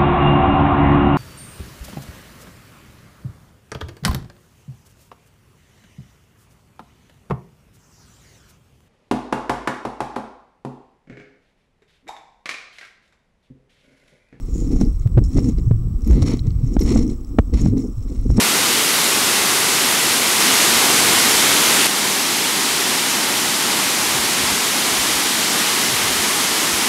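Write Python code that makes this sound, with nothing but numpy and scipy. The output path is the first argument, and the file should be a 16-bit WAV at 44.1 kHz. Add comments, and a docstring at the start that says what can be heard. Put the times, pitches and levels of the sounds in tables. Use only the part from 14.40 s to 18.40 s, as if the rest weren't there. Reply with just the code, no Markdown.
"""A deep rumble of pushed water, then the crunch of a hand sweeping six times over submerged gravel.
The microphone is under water, close to the hand, inside a camera's sealed housing. Grains crunch and
tick through the housing's resonances, stones squeak and click, and the rubbing makes the housing growl.
Bumps on it thud and overload the microphone; behind it all the electronics hiss and whine faintly."""
import sys
import numpy as np
from scipy import signal
from scipy.fft import rfft, irfft
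from scipy.io import wavfile
from scipy.ndimage import uniform_filter1d

SR = 44100
rng = np.random.default_rng(int(sys.argv[2]) if len(sys.argv) > 2 else 0)


def transcribe(signal):
    """Save signal, clipped to [-1, 1], as a 16-bit WAV file at the path in sys.argv[1]."""
    frames = np.atleast_2d(signal).T
    limited = np.clip(frames, -1, 1)
    pcm = np.round(limited * 32767).astype(np.int16)
    wavfile.write(sys.argv[1], SR, pcm)


N = 176400
T = np.arange(N) / SR

# the housing's high resonances, heard in fine sand and pebble cracks: frequency_hz, level_db
HOUSING_TREBLE = [(4000, -42.5), (4850, -21.5), (5200, -4.5), (5560, 2.5), (6100, -12.5), (6700, -5.5),
                  (7250, -12), (7650, -10.5), (8500, -18), (10200, -17.5), (11300, -40), (12800, -22.5),
                  (14000, -41), (15500, -35)]


def from_db(db):
    """Decibels to gain."""
    return 10 ** (np.asarray(db) / 20)


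def unit_rms(x):
    """Scale to unit power."""
    return x / np.sqrt(np.mean(x ** 2) + 1e-20)


def curves(tables):
    """Join tables in time order and draw one curve through each level column."""
    rows = np.vstack(tables)
    time_s, *columns = rows[np.argsort(rows[:, 0])].T
    return [np.interp(T, time_s, column) for column in columns]


def colour(x, spectrum):
    """Causal (minimum-phase) filter with the given spectrum; the result has unit power."""
    hz, db = np.transpose(spectrum)
    grid_hz = np.maximum(np.fft.rfftfreq(N, 1 / SR), 1)
    gain = from_db(np.interp(np.log(grid_hz), np.log(hz), db))
    cepstrum = irfft(np.log(gain), N)
    cepstrum[1:N // 2] *= 2
    cepstrum[N // 2 + 1:] = 0
    return unit_rms(irfft(rfft(x) * np.exp(rfft(cepstrum)), N))


def drift(rate_hz):
    """Random wander of unit power, mostly slower than rate_hz."""
    rolloff = 1 + (np.fft.rfftfreq(N, 1 / SR) / rate_hz) ** 2
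    return unit_rms(irfft(rfft(rng.standard_normal(N)) / rolloff, N))


def eddies(spectrum, even_samples):
    """Turbulence in a low resonance, its level evened out over even_samples."""
    noise = colour(rng.standard_normal(N), spectrum)
    power = uniform_filter1d(uniform_filter1d(noise * noise, even_samples), even_samples)
    return noise / np.sqrt(power + 1e-9)


def ring(clicks, hz, cycles):
    """A unit click rings as a sine of height 1 and falls 60 dB in so many cycles."""
    angle = 2 * np.pi * hz / SR
    radius = np.exp(-np.log(1000) * hz / (cycles * SR))
    feedback = [1, -2 * radius * np.cos(angle), radius ** 2]
    return signal.lfilter([0, np.sin(angle)], feedback, clicks + 1e-18)


def contacts(per_s):
    """Random grain contacts: many small, a few large."""
    size_db = 3 * np.minimum(rng.exponential(1, N), 5)
    clicks = from_db(size_db) * rng.choice([-1, 1], N)
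    return clicks * (rng.random(N) < per_s / SR)


def water():
    """Pushed water surges against the housing and sloshes round it."""
    # water moving at the housing, in groups of rows: time_s, surge_db, slosh_db
    flow = [
        [(0.0, -20.5, -38), (0.42, -19, -20.5), (0.484, -12.5, -32), (0.63, -22, -33)],
        [(0.83, -14, -18), (0.91, -14.5, -47), (0.952, -19, -17), (1.29, -18, -28)],
        [(1.36, -24.5, -22), (1.54, -21.5, -22.5), (1.568, -20.5, -59), (1.69, -21, -26)],
        [(1.76, -13.5, -17.5), (1.944, -23.5, -23.5), (2.286, -15.5, -26.5), (2.35, -26, -36)],
        [(2.39, -17, -26.5), (2.58, -18.5, -19), (2.852, -28, -42), (2.96, -21.5, -29.5)],
        [(3.03, -20.5, -46), (3.278, -22, -12), (3.41, -22.5, -28), (3.45, -29, -34)],
        [(3.5, -26.5, -39), (3.744, -23.5, -45), (3.888, -15, -20.5), (3.99, -21, -18)],
    ]
    # the deep surge: frequency_hz, level_db
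    surge_spectrum = [(10, -18), (22, 10.5), (38, 13.5), (65, 7), (90, -3.5), (140, -33.5), (1000, -110)]
    # the slosh: frequency_hz, level_db
    slosh_spectrum = [(60, -16.5), (95, 6.5), (125, 4), (165, -1.5), (230, -14.5), (750, -115)]
    surge_db, slosh_db = curves(flow)
    flutter_db = 3.5 * drift(rate_hz=34)
    surge = from_db(surge_db - 0.5 + flutter_db) * eddies(surge_spectrum, even_samples=5000)
    slosh = from_db(slosh_db - 1) * eddies(slosh_spectrum, even_samples=1800)
    return surge + slosh


def rubbing(growl_db):
    """The dragging hand shakes the housing in its low resonance."""
    # the housing's growl: frequency_hz, level_db
    growl_spectrum = [(120, -24), (190, -1), (260, 6.5), (330, -3.5), (400, -11.5), (480, -12),
                      (560, -37.5), (800, -32.5), (1200, -61), (4000, -105)]
    roughness_db = 3.5 * drift(rate_hz=41)
    return from_db(growl_db + roughness_db) * eddies(growl_spectrum, even_samples=1200)


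def gravel(grit_db, sand_db):
    """Coarse grit and fine sand crunch in shared clumps, louder where a patch gives way."""
    # coarse grit heard through the housing: frequency_hz, level_db
    grit_spectrum = [(500, 12), (800, 4.5), (1200, 7), (1550, -5.5), (1820, -1), (2100, 7), (2500, -0.5),
                     (2900, -2.5), (3500, -3), (4100, 2), (4550, 0), (4900, -15), (6000, -50)]
    clumps = unit_rms(from_db(3 * drift(rate_hz=47.6)))
    slips = gravel_slips()
    grit = colour(clumps * contacts(per_s=6000), grit_spectrum)
    sand = colour(clumps * contacts(per_s=6000), HOUSING_TREBLE)
    grit_gain = from_db(grit_db + 0.5) + slips
    sand_gain = from_db(sand_db - 4) + from_db(-3) * slips
    return grit_gain * grit + sand_gain * sand


def chinks(sand_db):
    """Some grains ring at a pitch of their own; their level loosely follows the sand's."""
    # tone balance of the ringing grains: frequency_hz, gain_db
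    chink_spectrum = [(4000, -1.5), (4800, -21), (5600, -0.5), (7500, 7), (11000, -7.5), (13000, -11.5)]
    pitches_hz = np.geomspace(4100, 13500, 24)
    clicks = contacts(per_s=280)
    pitch_index = rng.integers(0, len(pitches_hz), N)
    rings = sum(ring(clicks * (pitch_index == k), hz, cycles=63) for k, hz in enumerate(pitches_hz))
    return from_db(0.5 * sand_db - 32.5) * colour(rings, chink_spectrum)


def electronics():
    """The camera's circuits add a steady hiss and a thin whine."""
    # noise floor: frequency_hz, level_db
    hiss_spectrum = [(150, 4), (300, 20), (500, 7), (700, 0), (1000, 0.5), (1200, 6), (1600, -12.5),
                     (2200, -11.5), (3200, -14), (4800, -14.5), (5600, -4.5), (6300, -17.5), (7900, -10),
                     (8800, -19), (12000, -13.5), (15500, -17.5)]
    # steady tones: pitch_hz, rms_db
    tones = [(7837, -77), (7897, -67.5), (15734, -71)]
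    whine = sum(from_db(db) * np.sqrt(2) * np.sin(2 * np.pi * hz * T) for hz, db in tones)
    return from_db(-50) * colour(rng.standard_normal(N), hiss_spectrum) + whine


def squeaks_and_ticks():
    """Thin stone squeaks and brief pitched ticks: rapid tiny contacts ring a stone for a moment."""
    # thin squeaks and brief pitched ticks: centre_s, level_db, pitch_hz, half_length_s
    bursts = [(0.183, -45, 6940, 0.064), (1.088, -38.5, 6750, 0.008), (1.678, -47.5, 12300, .007),
              (1.993, -42, 4060, 0.0029), (2.106, -43.5, 4330, 0.0017), (2.404, -40.5, 12300, 0.005),
              (2.437, -46, 12600, 0.005), (3.214, -39, 6760, 0.008)]
    out = np.zeros(N)
    for centre_s, db, hz, half_length_s in bursts:
        envelope = np.exp(-np.minimum(((T - centre_s) / half_length_s) ** 2, 50))
        out += from_db(db) * envelope * unit_rms(ring(contacts(per_s=1100), hz, cycles=34))
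    return out


def pebbles():
    """Single pebbles click: a short ring of the stone and a crack through the housing."""
    # pebble strikes: start_s, strength_db
    strikes = [(0.412, -18.5), (0.4504, -35), (0.5974, -37), (0.841, -43), (0.9441, -31), (0.991, -26.5),
               (1.185, -36), (1.424, -45), (1.6078, -35), (1.6198, -33), (1.6467, -31), (1.9363, -24),
               (1.9714, -24.5), (2.3408, -31), (2.3954, -31), (2.4128, -18), (2.5503, -23), (2.6782, -29),
               (2.8473, -35), (3.38, -29), (3.6262, -35.5), (3.701, -40), (3.7258, -33)]
    rings, clicks = np.zeros(N), np.zeros(N)
    for start_s, db in strikes:
        pitch_hz = 5660 * np.exp(0.087 * rng.standard_normal())
        click = np.zeros(N)
        click[int(start_s * SR)] = from_db(db - 5.5)
        rings += ring(click, pitch_hz, cycles=59)
        clicks += click
    cracks = colour(clicks, HOUSING_TREBLE)
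    crack_peak = from_db(1.5) * clicks.max()
    return rings + crack_peak * cracks / np.abs(cracks).max()


def bumps():
    """A soft blow swells quickly, shoves the housing and leaves it swinging for a few cycles."""
    # blows on the housing: peak_s, swing_db, pitch_hz, swell_s, decay_s, shove_ratio (one-sided push)
    blows = [(0.414, -5.5, 227, 0.0028, 0.0051, 0.71), (0.4342, -5.5, 213, 0.0019, 0.0027, 0.13),
             (0.665, -3.5, 113, 0.0094, 0.0066, -0.15), (0.7782, 6.5, 122.6, 0.0057, 0.0095, 0.15),
             (0.987, -5.5, 120, 0.0064, 0.012, 0.52), (1.088, -8.5, 208, 0.0042, 0.0063, 0.25),
             (1.312, 0.5, 127.6, 0.0021, 0.0098, -0.15), (1.279, -8, 115, 0.011, 0.011, 0.43),
             (1.347, -12, 123, 0.017, 0.014, 1), (1.71, -1, 65, 0.012, 0.025, 0),
             (1.825, -2.5, 98, 0.0036, 0.0086, 0.02), (2.0833, -3.5, 108.4, 0.0057, 0.0038, -0.42),
             (2.241, -11.5, 134.7, 0.012, 0.02, 0.018), (2.3676, -0.5, 249, 0.0013, 0.0019, 0.1),
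             (2.561, -7, 248, 0.0028, 0.015, 0.91), (2.9878, 12, 244.4, 0.0013, 0.0031, -0.052),
             (2.9996, 2.5, 63.2, 0.0097, 0.0033, -0.44), (3.1507, -5, 55, .014, 0.022, -0.091),
             (3.262, -6, 253, 0.003, 0.0039, 0.25), (3.583, -18, 113.6, 0.012, 0.028, 0.19),
             (3.901, -1, 52.7, 0.0013, 0.003, 0.34)]
    sag_per_s, rounding_s = 10.9, 0.001  # the swing slows as it dies; its crest is rounded
    out = np.zeros(N)
    for peak_s, db, hz, swell_s, decay_s, shove in blows:
        before, after = np.minimum(T - peak_s, 0), np.maximum(T - peak_s, 0)
        rise = np.exp(-(before / swell_s) ** 2)
        fall = np.exp(-(np.hypot(after, rounding_s) - rounding_s) / decay_s)
        phase = 2 * np.pi * hz * (before + np.log1p(sag_per_s * after) / sag_per_s)
        out += from_db(db) * rise * fall * (np.cos(phase) + shove)
    return out


def snaps():
    """Dry, toneless ticks ride on the heaviest overloads: each a small jump that dies at once."""
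    # overload ticks: start_s, peak_db
    ticks = [(0.416, -23.5), (0.675, -27), (0.79, -25.5), (1.71, -21), (1.7327, -23), (2.987, -34)]
    decay_s = 0.00017
    jumps = np.zeros(N)
    for start_s, db in ticks:
        jumps[int(start_s * SR)] = from_db(db)
    return signal.lfilter([1], [1, -np.exp(-1 / (decay_s * SR))], jumps + 1e-18)


def gravel_slips():
    """Envelope of the fingers catching and a patch of gravel giving way: quick rise, steady decay."""
    # sudden slips: peak_s, level_db, decay_s
    slips = [(0.984, -38, 0.01), (1.825, -26.5, 0.0059), (1.862, -30, 0.038), (2.07, -43, 0.0043),
             (2.416, -36.5, 0.014), (2.548, -50, 0.008), (3.141, -39.5, 0.016)]
    attack_s = 0.0045
    return sum(from_db(db) * np.exp(-np.maximum((peak_s - T) / attack_s, (T - peak_s) / decay_s))
               for peak_s, db, decay_s in slips)


def scene():
    """Hand, gravel and water, all close to the one microphone in its housing."""
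    # the hand's strokes, one group of rows each: time_s, grit_db, sand_db, growl_db
    sweeps = [
        [(0.0, -55, -56, -43), (0.13, -62.5, -56, -34), (0.34, -50.5, -44.5, -22), (0.385, -53, -47.5, -31),
         (0.412, -45, -42, -19), (0.468, -55.5, -49, -20.5), (0.526, -67, -59, -46.5), (0.62, -59, -63.5, -49)],
        [(0.83, -93, -79, -24), (0.84, -69, -41, -47), (0.88, -59.5, -52.5, -35.5), (0.978, -45, -41, -21),
         (1.1, -50.5, -47, -21), (1.166, -70, -64, -51), (1.184, -47, -60, -29), (1.225, -78, -62, -41)],
        [(1.56, -93.5, -91, -40), (1.655, -58, -52.5, -31), (1.7, -43, -42, -22), (1.768, -43, -47.5, -25),
         (1.884, -55.5, -61, -22.5), (1.944, -37, -54, -23), (2.01, -77, -62, -47), (2.055, -54, -79, -30)],
        [(2.385, -62, -63, -35), (2.393, -39, -37, -52), (2.411, -55, -44, -18), (2.479, -34, -33.5, -23),
         (2.583, -38.5, -37, -16), (2.663, -57, -52.5, -21.5), (2.709, -46.5, -43, -21.5),
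         (2.77, -76, -66, -38.5)],
        [(3.115, -79, -66, -39.5), (3.136, -53, -65, -17.5), (3.186, -40.5, -41, -30.5),
         (3.274, -46.5, -43, -18.5), (3.36, -69, -70, -21.5), (3.376, -46.5, -45, -16.5), (3.42, -60, -50, -27),
         (3.5, -80, -59, -33), (3.55, -71, -60, -53)],
        [(3.84, -59, -53, -37), (3.86, -54, -50, -27), (3.89, -65, -60, -42), (3.9, -51, -40.5, -11),
         (3.932, -55, -47.5, -37.5), (3.958, -51, -44, -18), (3.972, -40, -37, -21), (3.985, -43, -46, -10)],
    ]
    # the hand drawing back between strokes: time_s, grit_db, sand_db, growl_db
    draw_backs = [
        [(2.14, -61, -62, -40.5), (2.168, -60, -66, -42), (2.35, -56, -47, -27)],
        [(3.6, -69, -58.5, -46.5), (3.718, -56.5, -56.5, -31.5), (3.8, -55, -53, -36.5)],
    ]
    grit_db, sand_db, growl_db = curves(list(sweeps) + list(draw_backs))
    stones = gravel(grit_db, sand_db) + chinks(sand_db) + squeaks_and_ticks() + pebbles()
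    return (stones + rubbing(growl_db) + water() + bumps())[None]


def record(dry):
    """The microphone overloads with flat tops; snaps and circuit noise join; both band ends are cut."""
    ceiling, knee_order = 0.567, 60
    low_cut_hz, high_cut_hz = 4, 15800
    clipped = dry / (1 + np.abs(dry / ceiling) ** knee_order) ** (1 / knee_order)
    low_cut = signal.butter(1, low_cut_hz, "high", fs=SR, output="sos")
    high_cut = signal.ellip(12, 0.1, 80, high_cut_hz, fs=SR, output="sos")
    coupled = signal.sosfilt(low_cut, clipped + snaps() + electronics())
    return signal.sosfilt(high_cut, coupled)


dry = scene()
out = record(dry)
transcribe(out)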